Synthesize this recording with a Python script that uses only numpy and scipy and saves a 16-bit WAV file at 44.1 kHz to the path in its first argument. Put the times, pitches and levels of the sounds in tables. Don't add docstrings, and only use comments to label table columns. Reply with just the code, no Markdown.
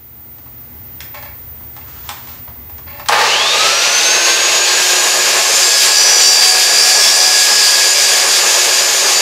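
import sys
import numpy as np
from scipy import signal
from scipy.fft import rfft, irfft, next_fast_len
from scipy.io import wavfile
from scipy.ndimage import uniform_filter1d, minimum_filter1d, map_coordinates

SR = 44100
rng = np.random.default_rng(int(sys.argv[2]) if len(sys.argv) > 2 else 0)


def dump(signal):
    limited = np.clip(np.atleast_2d(signal).T, -1, 1)
    pcm = np.round(limited * 32767).astype(np.int16)
    wavfile.write(sys.argv[1], SR, pcm)


N = 406161
TIME = np.arange(N) / SR
START = 3.085
CONTACT_S, ENTRY_S = 4.76, 0.06
FULL_HZ = 372.55
RANGE_DB = 20

# (frequency [Hz], level per Hz [dB])
WOOD_COLOUR = [(120, -45), (200, -32), (291, -40), (374, -17), (475, -30), (559, -2.5), (856, 5),
               (1030, 4.5), (1540, -8), (4000, -19), (5200, -23), (8800, -120)]
# (frequency [Hz], level per Hz [dB])
CLICK_COLOUR = [(400, -30), (900, -7), (2000, 0), (2700, -3), (3300, -1), (4000, -6), (5600, -4.5),
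                (8500, -9), (11000, -17), (15000, -24)]


def amp(db):
    return np.exp(np.asarray(db) * (np.log(10) / 20))


def unit(x):
    return x / np.sqrt(np.mean(x ** 2) + 1e-20)


def along(points, hz):
    f, v = np.transpose(points)
    return np.interp(np.log(hz + 1), np.log(f + 1), v)


def curves(rows):
    s, *cols = np.transpose(rows)
    return [np.interp(TIME, s, c) for c in cols]


def wobble(rate):
    coarse = np.arange(0, N / SR * rate + 1, 1 / 8)
    points = rng.standard_normal(int(N * rate / SR) + 4)
    return np.interp(TIME * rate, coarse, map_coordinates(points, [coarse]))


def ramp(start_s, rise_s):
    return np.clip((TIME - start_s) / max(rise_s, 1e-4), 0, 1)


def swell(start_s, length_s, rise_s, fall_db_per_s):
    overtime = np.maximum(TIME - start_s - length_s, 0)
    return ramp(start_s, rise_s) * amp(-abs(fall_db_per_s) * overtime)


def filtered(x, response):
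    m = next_fast_len(N + SR // 2)
    return irfft(rfft(x, m) * response(np.fft.rfftfreq(m, 1 / SR)), m)[:N]


def noise(spectrum):
    return unit(filtered(rng.standard_normal(N), lambda hz: amp(along(spectrum, hz))))


def body(modes, f):
    return sum((-1) ** k * amp(db) * 1j * f * width / (centre * centre - f * f + 1j * f * width)
               for k, (centre, width, db) in enumerate(modes))


def resonate(x, modes):
    return unit(filtered(x, lambda f: body(modes, f)))


def lift(modes, f):
    return 1 + sum(np.abs(body([mode], f)) for mode in modes)


def above(f, edge_hz, order):
    return 1 / (1 + (edge_hz / (f + 1)) ** order)


def tone(cycles, flutter_db, blur, rate):
    phase = 2 * np.pi * (cycles - np.floor(cycles)) + blur * wobble(2 * rate)
    return unit(amp(flutter_db * wobble(rate)) * np.sin(phase))


def background():
    # (frequency [Hz], level [dB])
    room_tones = [(120, -50), (840, -60.5), (2050, -60)]
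    # (frequency [Hz], level per Hz [dB])
    hum_colour = [(15, -52), (25, -49), (53, -7), (75, 2.5), (128, -7.5), (206, -18), (237, -10),
                  (251, -14), (263, -31.5), (328, -19.5), (400, -24), (520, -23), (880, -120)]
    air_colour = [(120, -24), (240, 0.5), (400, -7), (830, -9), (1300, -11), (2100, -13.5), (3300, -18),
                  (7000, -20), (11000, -20.5), (15500, -11.5)]
    hiss_colour = [(13000, -44), (14100, 2), (14550, -10), (14715, -5), (14900, -9), (15500, -14)]
    whistle_hz = 14715
    fade_db, fade_s = -5, 0.84
    tones = sum(amp(db) * tone(hz * TIME, flutter_db=2.0, blur=0.4, rate=5) for hz, db in room_tones)
    whistle = tone(whistle_hz * TIME + 0.45 * wobble(90), flutter_db=0.0, blur=0.5, rate=130)
    high = amp(-0.5) * whistle + amp(-9.5) * noise(hiss_colour)
    high = amp(-33.5 + 1.1 * wobble(22)) * high
    steady = amp(-40.5) * noise(hum_colour) + tones + amp(-41.5) * noise(air_colour) + high
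    return amp(fade_db * (1 - ramp(0, fade_s))) * steady


def handling():
    # (time [s], low knock level [dB], bright click level [dB])
    knocks = [(0.384, -45, -49), (0.46, -40, -54), (1.005, -39, -28.5), (1.146, -36.5, -38),
              (1.226, -34, -40), (1.609, -43, -52), (1.765, -37, -40.5), (2.091, -19.5, -24.5),
              (2.273, -37, -39), (2.478, -32, -52), (2.697, -39, -45), (2.782, -35, -43), (2.996, -27, -39),
              (3.06, -40, -32)]
    # (start [s], length [s], relative level [dB])
    slides = [(1.139, 0.015, -31.5), (1.225, 0.077, -42), (1.771, .02, -42), (2.28, .02, -44),
              (2.863, 0.16, -34)]
    # (frequency [Hz], width [Hz], level [dB])
    table_modes = [(576, 12, 4.5), (855, 23, 2), (889, 12, -3), (1070, 12, 1), (1380, 27, -7),
                   (1755, 160, -8.5), (2073, 19, 0), (2260, 36, -6.5), (2660, 87, -6.5), (3300, 160, -17),
                   (4000, 150, -15.5), (4700, 350, -17.5), (7150, 870, -28)]
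    # (frequency [Hz], level per Hz [dB])
    palm_colour = [(300, -27), (900, 0), (1300, -2), (2200, -7), (3500, -7), (7500, -9.5), (9000, -24),
                   (15000, -35)]
    low, high = np.zeros(N), np.zeros(N)
    for s, knock_db, click_db in knocks:
        age = np.maximum(TIME - s, 0)
        begun = TIME >= s
        crack = amp(click_db + 3 - 60 * age / 0.0095)
        rattle = amp(click_db - 60 * age / 0.098)
        low += begun * amp(knock_db - 60 * age / 0.087)
        high += begun * (crack + rattle)
    push = sum(amp(db) * swell(s, length, rise_s=0.0068, fall_db_per_s=230) for s, length, db in slides)
    slips = push * resonate(rng.standard_normal(N) * amp(6.0 * wobble(160)), table_modes)
    grip = amp(-43.5 + 2.6 * wobble(29.7)) * swell(1.81, length_s=0.51, rise_s=0.12, fall_db_per_s=75)
    brush = grip * noise(palm_colour)
    return low * noise(WOOD_COLOUR) + high * noise(CLICK_COLOUR) + slips + brush


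def walls(x):
    # (frequency [Hz], time [s])
    fade_times = [(200, 0.34), (2000, 0.52), (12000, 0.32)]
    hz, t, z = signal.stft(rng.standard_normal(SR // 2), SR, nperseg=256)
    fading = z * amp(-60 * t / along(fade_times, hz)[:, None])
    tail = signal.istft(fading, SR, nperseg=256)[1]
    delayed = np.pad(tail, (200, 0))
    return signal.fftconvolve(x, delayed / np.linalg.norm(tail))[:N]


def shaft():
    # (time [s], speed lost [turns a second])
    sag = [(6.5, 0), (8.3, 4.07)]
    surge_share, surge_s, creep_s = 0.4395, 0.1297, 0.6061
    age = np.maximum(TIME - START, 0)
    lacking = surge_share * np.exp(-age / surge_s) + (1 - surge_share) * np.exp(-age / creep_s)
    return np.maximum(FULL_HZ * (1 - lacking) - curves(sag)[0], 0)


def kick():
    # (frequency [Hz], width [Hz], level [dB])
    gearbox_modes = [(470, 58, -9), (865, 48, 2), (1050, 70, -9), (1180, 71, -2.5), (1730, 260, -8),
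                     (2140, 510, -12), (4640, 3000, -21.5)]
    age = np.maximum(TIME - START, 0)
    mains = 2 * np.pi * 120 * TIME
    grinding = rng.standard_normal(N) * amp(2.4 * wobble(110)) * (1 + 0.24 * np.cos(mains))
    strain = amp(-10.5) * swell(START, length_s=0.12, rise_s=0.054, fall_db_per_s=74)
    growl = strain * resonate(grinding, gearbox_modes)
    snap = amp(-6.0 - 60 * age / 0.064) * noise(CLICK_COLOUR) * ramp(START, rise_s=0.0016)
    clunk = amp(-4.5 - 60 * np.abs(age - 0.011) / 0.022) * noise(WOOD_COLOUR)
    inrush = amp(-40 - 16 * age) * (np.sin(mains) + 1.25 * np.sin(2 * mains))
    return growl + snap + clunk + inrush


def motor(speed, turns, load):
    # (multiple of its turn, relative level [dB], change under full load [dB])
    orders = [(2, -38, 5), (3, -35, -3), (6, -37.5, 1.5), (9, -38, 0.5), (22, -33, -5), (31, -45, -7)]
    # (multiple of the mesh, relative level [dB])
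    mesh_overtones = [(2, 1), (3, -7)]
    # (frequency [Hz], width [Hz], level [dB])
    gearbox_lifts = [(2920, 150, 11), (3630, 450, 12.5)]
    slots, pinion = 19, 14
    pace = speed / FULL_HZ
    torque = np.abs(1 - pace)

    whine_gain = amp(-19 - 10 * load ** 1.4) * above(slots * speed, edge_hz=5600, order=20)
    whine = whine_gain * tone(slots * turns, flutter_db=3.5, blur=0.66, rate=25)
    shake_gain = amp(-36 - 7.5 * load) * above(speed, edge_hz=332, order=40)
    shake = shake_gain * tone(turns, flutter_db=-0.5, blur=0.52, rate=12)
    shaft_tones = pace ** 8 * sum(
        amp(db + load_db * load) * tone(round(k) * turns, flutter_db=4.0, blur=0.61, rate=10)
        for k, db, load_db in orders)

    mesh_hz = pinion * speed
    mesh_gain = amp(-22.5) * torque * lift(gearbox_lifts, mesh_hz) * above(mesh_hz, edge_hz=2500, order=12)
    mesh = mesh_gain * tone(pinion * turns, flutter_db=1.5, blur=1.6, rate=110)
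    overtone_gain = amp(-33) * (torque + 0.004) ** 0.38 * above(mesh_hz, edge_hz=3400, order=30)
    overtones = overtone_gain * sum(
        amp(db) * tone(round(k) * pinion * turns, flutter_db=-2, blur=1.1, rate=70)
        for k, db in mesh_overtones)
    return whine + shake + shaft_tones + mesh + overtones


def air(speed, turns, load):
    # (frequency [Hz], level per Hz [dB])
    rush_colour = [(59, -64), (100, -22), (306, -16), (355, -10), (937, -5), (1090, -7.5), (1340, -10.5),
                   (1660, -3), (1960, -5), (2640, -3), (2990, -5), (6820, -2.5), (8790, -10.5),
                   (14300, -16), (15500, -31)]
    # (frequency [Hz], width [Hz], level [dB])
    housing_modes = [(375.6, 41, -5.5), (462, 35, -1.5), (563.5, 25, 1.5), (665.5, 26, -1), (839, 40, -2),
                     (1079, 29, -2.5), (1237, 59, -3.5), (1719, 47, -1.5), (2410, 86, -8),
                     (2654, 220, -6.5)]
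    pace = speed / FULL_HZ
    rush = noise(rush_colour)

    def band(lo_hz, hi_hz):
        return unit(filtered(rush, lambda f: 1 / np.sqrt(
            (1 + (lo_hz / (f + 1)) ** 8) * (1 + (f / hi_hz) ** 8))))

    ringing = resonate(rng.standard_normal(N), housing_modes)
    housing = unit(filtered(ringing, lambda f: above(f, edge_hz=348, order=10)))
    roar = amp(-21.5 - 2.5 * load) * (amp(-3.5) * band(lo_hz=119, hi_hz=1690) + amp(-2) * housing)
    fan_low = amp(-20) * pace ** 0.11 * band(lo_hz=2060, hi_hz=4080)
    fan_top = amp(-21) * pace ** 0.93 * band(lo_hz=4250, hi_hz=6860)
    fan = amp(-2.5 * load) * (fan_low + fan_top)
    hiss = amp(-27 + 3 * ramp(CONTACT_S, ENTRY_S)) * pace ** 2.4 * band(lo_hz=7900, hi_hz=16000)
    chop = 1 + 0.029 * np.cos(2 * np.pi * turns) + 0.059 * np.cos(2 * np.pi * 2 * 60 * TIME)
    flow = roar * amp(1.6 * wobble(25)) + (fan + hiss) * amp(1.3 * wobble(18))
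    return flow * chop * ramp(START, rise_s=0.051)


def blade(speed, turns, load):
    # (frequency [Hz], width [Hz], level [dB])
    flares = [(1277, 37, 17.5), (1510, 49, 1.5)]
    # (frequency [Hz], width [Hz], level [dB])
    guard_modes = [(2585, 190, -2), (4590, 560, -4.5)]
    # (multiple of the blade's turn, relative level [dB])
    tooth_tones = [(28, -53), (30, -27.5), (60, -35), (120, -40), (147, -34.5), (180, -35)]
    # (frequency [Hz], relative level [dB])
    cut_tones = [(2373, -36.5), (3413, -25.5), (4424, -23), (4527, -34), (4764, -16.5), (4840, -22),
                 (4926, -22), (4969, -27), (5136, -21.5), (5238, -19.5), (5385, -40), (5798, -22),
                 (6584, -54), (6810, -39), (8414, -28.5), (9362, -27.5), (9528, -43), (10799, -44),
                 (12075, -53)]
    # (frequency [Hz], level per Hz [dB])
    steel_colour = [(300, -51), (600, -6.5), (1500, -8.5), (4500, -1), (7000, 8.5), (9000, -7), (12000, -3),
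                    (14300, -21), (15500, -28)]
    chip_colour = [(200, -70), (2000, -22), (4300, -7.5), (4750, 6), (5900, -6.5), (7300, 1), (8300, -6),
                   (9100, -33), (9450, 4), (9850, -30), (12000, -26), (15500, -31)]
    warp_swing = 0.35
    spin = turns * 3 / 14
    whistle_order = 21 * 3 / 14
    pace, cutting = speed / FULL_HZ, ramp(CONTACT_S, ENTRY_S)

    flare = pace * lift(flares, whistle_order * speed)
    whistle_tone = tone(whistle_order * turns, flutter_db=2.5, blur=0.45, rate=60)
    whistle = amp(-35 + 6 * load) * flare * whistle_tone
    howl_gain = amp(-21 - 18 * load) * above(speed, edge_hz=200, order=10)
    howl = howl_gain * resonate(rng.standard_normal(N), guard_modes)
    teeth = (0.1 * pace + 0.5 * cutting + 0.44 * load) * sum(
        amp(db - 8.0) * tone(round(k) * spin, flutter_db=5.0, blur=0.59, rate=12) for k, db in tooth_tones)

    pattern = map_coordinates(rng.standard_normal(size=512), [spin * 512], order=1, mode="grid-wrap")
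    scrape = unit(filtered(pattern, lambda hz: amp(along(steel_colour, hz))))
    rasp = amp(-33.5 + 8.5 * cutting + 2.5 * load + 0.81 * wobble(14)) * pace ** 2 * scrape

    singing = sum(amp(db - 3.5) * tone(hz * TIME, flutter_db=4, blur=0.84, rate=14) for hz, db in cut_tones)
    chips = amp(-16.5 + 1.0 * wobble(30)) * noise(chip_colour)
    rub = 1 + 0.18 * np.cos(2 * np.pi * spin)
    pulse = 1 + np.clip(warp_swing, 0, 1) * np.cos(2 * np.pi * spin + 0.6 * wobble(15))
    cut = rub * load * (singing + chips)
    return whistle + howl + rasp + cut + pulse * (teeth + amp(-1.5) * squeal(load))


def squeal(load):
    squeal_modes = {"A": 4689, "B": 5480, "C": 5878, "D": 6402, "E": 7474}
    # (mode name, start [s], length [s], relative level [dB])
    catches = [("D", 5.42, 0.26, -19), ("A", 5.6, 0.11, -19.5), ("A", 5.87, 0.61, -15),
               ("C", 5.9, 0.36, -15), ("E", 5.3, 1.2, -25), ("B", 6.17, 0.18, -15),
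               ("A", 6.46, 0.58, -19.5), ("C", 6.62, .88, -25), ("B", 6.73, .36, -16.5),
               ("A", 7.03, 1.04, -22), ("D", 7.88, 0.25, -22), ("C", 8.08, 0.12, -27),
               ("D", 8.39, 0.76, -21), ("A", 9.08, .1, -19)]
    drive = {mode: amp(-30.5) * load for mode in squeal_modes}
    for mode, s, length, db in catches:
        caught = amp(db) * swell(s, length, rise_s=0.1, fall_db_per_s=76)
        drive[mode] = np.maximum(drive[mode], caught)
    return sum(drive[mode] * tone(hz * TIME, flutter_db=2.0, blur=0.65, rate=22)
               for mode, hz in squeal_modes.items())


def scene():
    # (time [s], load [0-1])
    bite = [(4.8, 0.24), (5.4, 0.33), (5.65, 0.74), (6.3, 0.77), (7.45, 1), (8.4, 0.56), (9.21, 0.42)]
    speed = shaft()
    turns = np.cumsum(speed) / SR
    load = curves(bite)[0] * ramp(CONTACT_S, ENTRY_S)
    saw = motor(speed, turns, load) + kick() + air(speed, turns, load) + blade(speed, turns, load)
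    saw = saw * (TIME > START)
    touches = handling()
    saw_in_room = amp(RANGE_DB) * (saw + amp(-7.5) * walls(saw))
    touches_in_room = touches + amp(-3.5) * walls(touches)
    mono = saw_in_room + touches_in_room + background()
    return np.array([mono, mono])


def record(dry):
    top_hz = 15700
    level = np.sqrt(np.abs(uniform_filter1d(dry[0] ** 2, size=180)) + 1e-12)
    gain = np.clip(amp(-17) / level, amp(-RANGE_DB), 1)
    held = minimum_filter1d(gain, size=2001, origin=1000)
    x = dry * uniform_filter1d(held, size=60)
    x = x / (1 + np.abs(x / 0.98) ** 6) ** (1 / 6)
    return np.array([filtered(ch, lambda hz: hz < top_hz) for ch in x])


dry = scene()
out = record(dry)
dump(out)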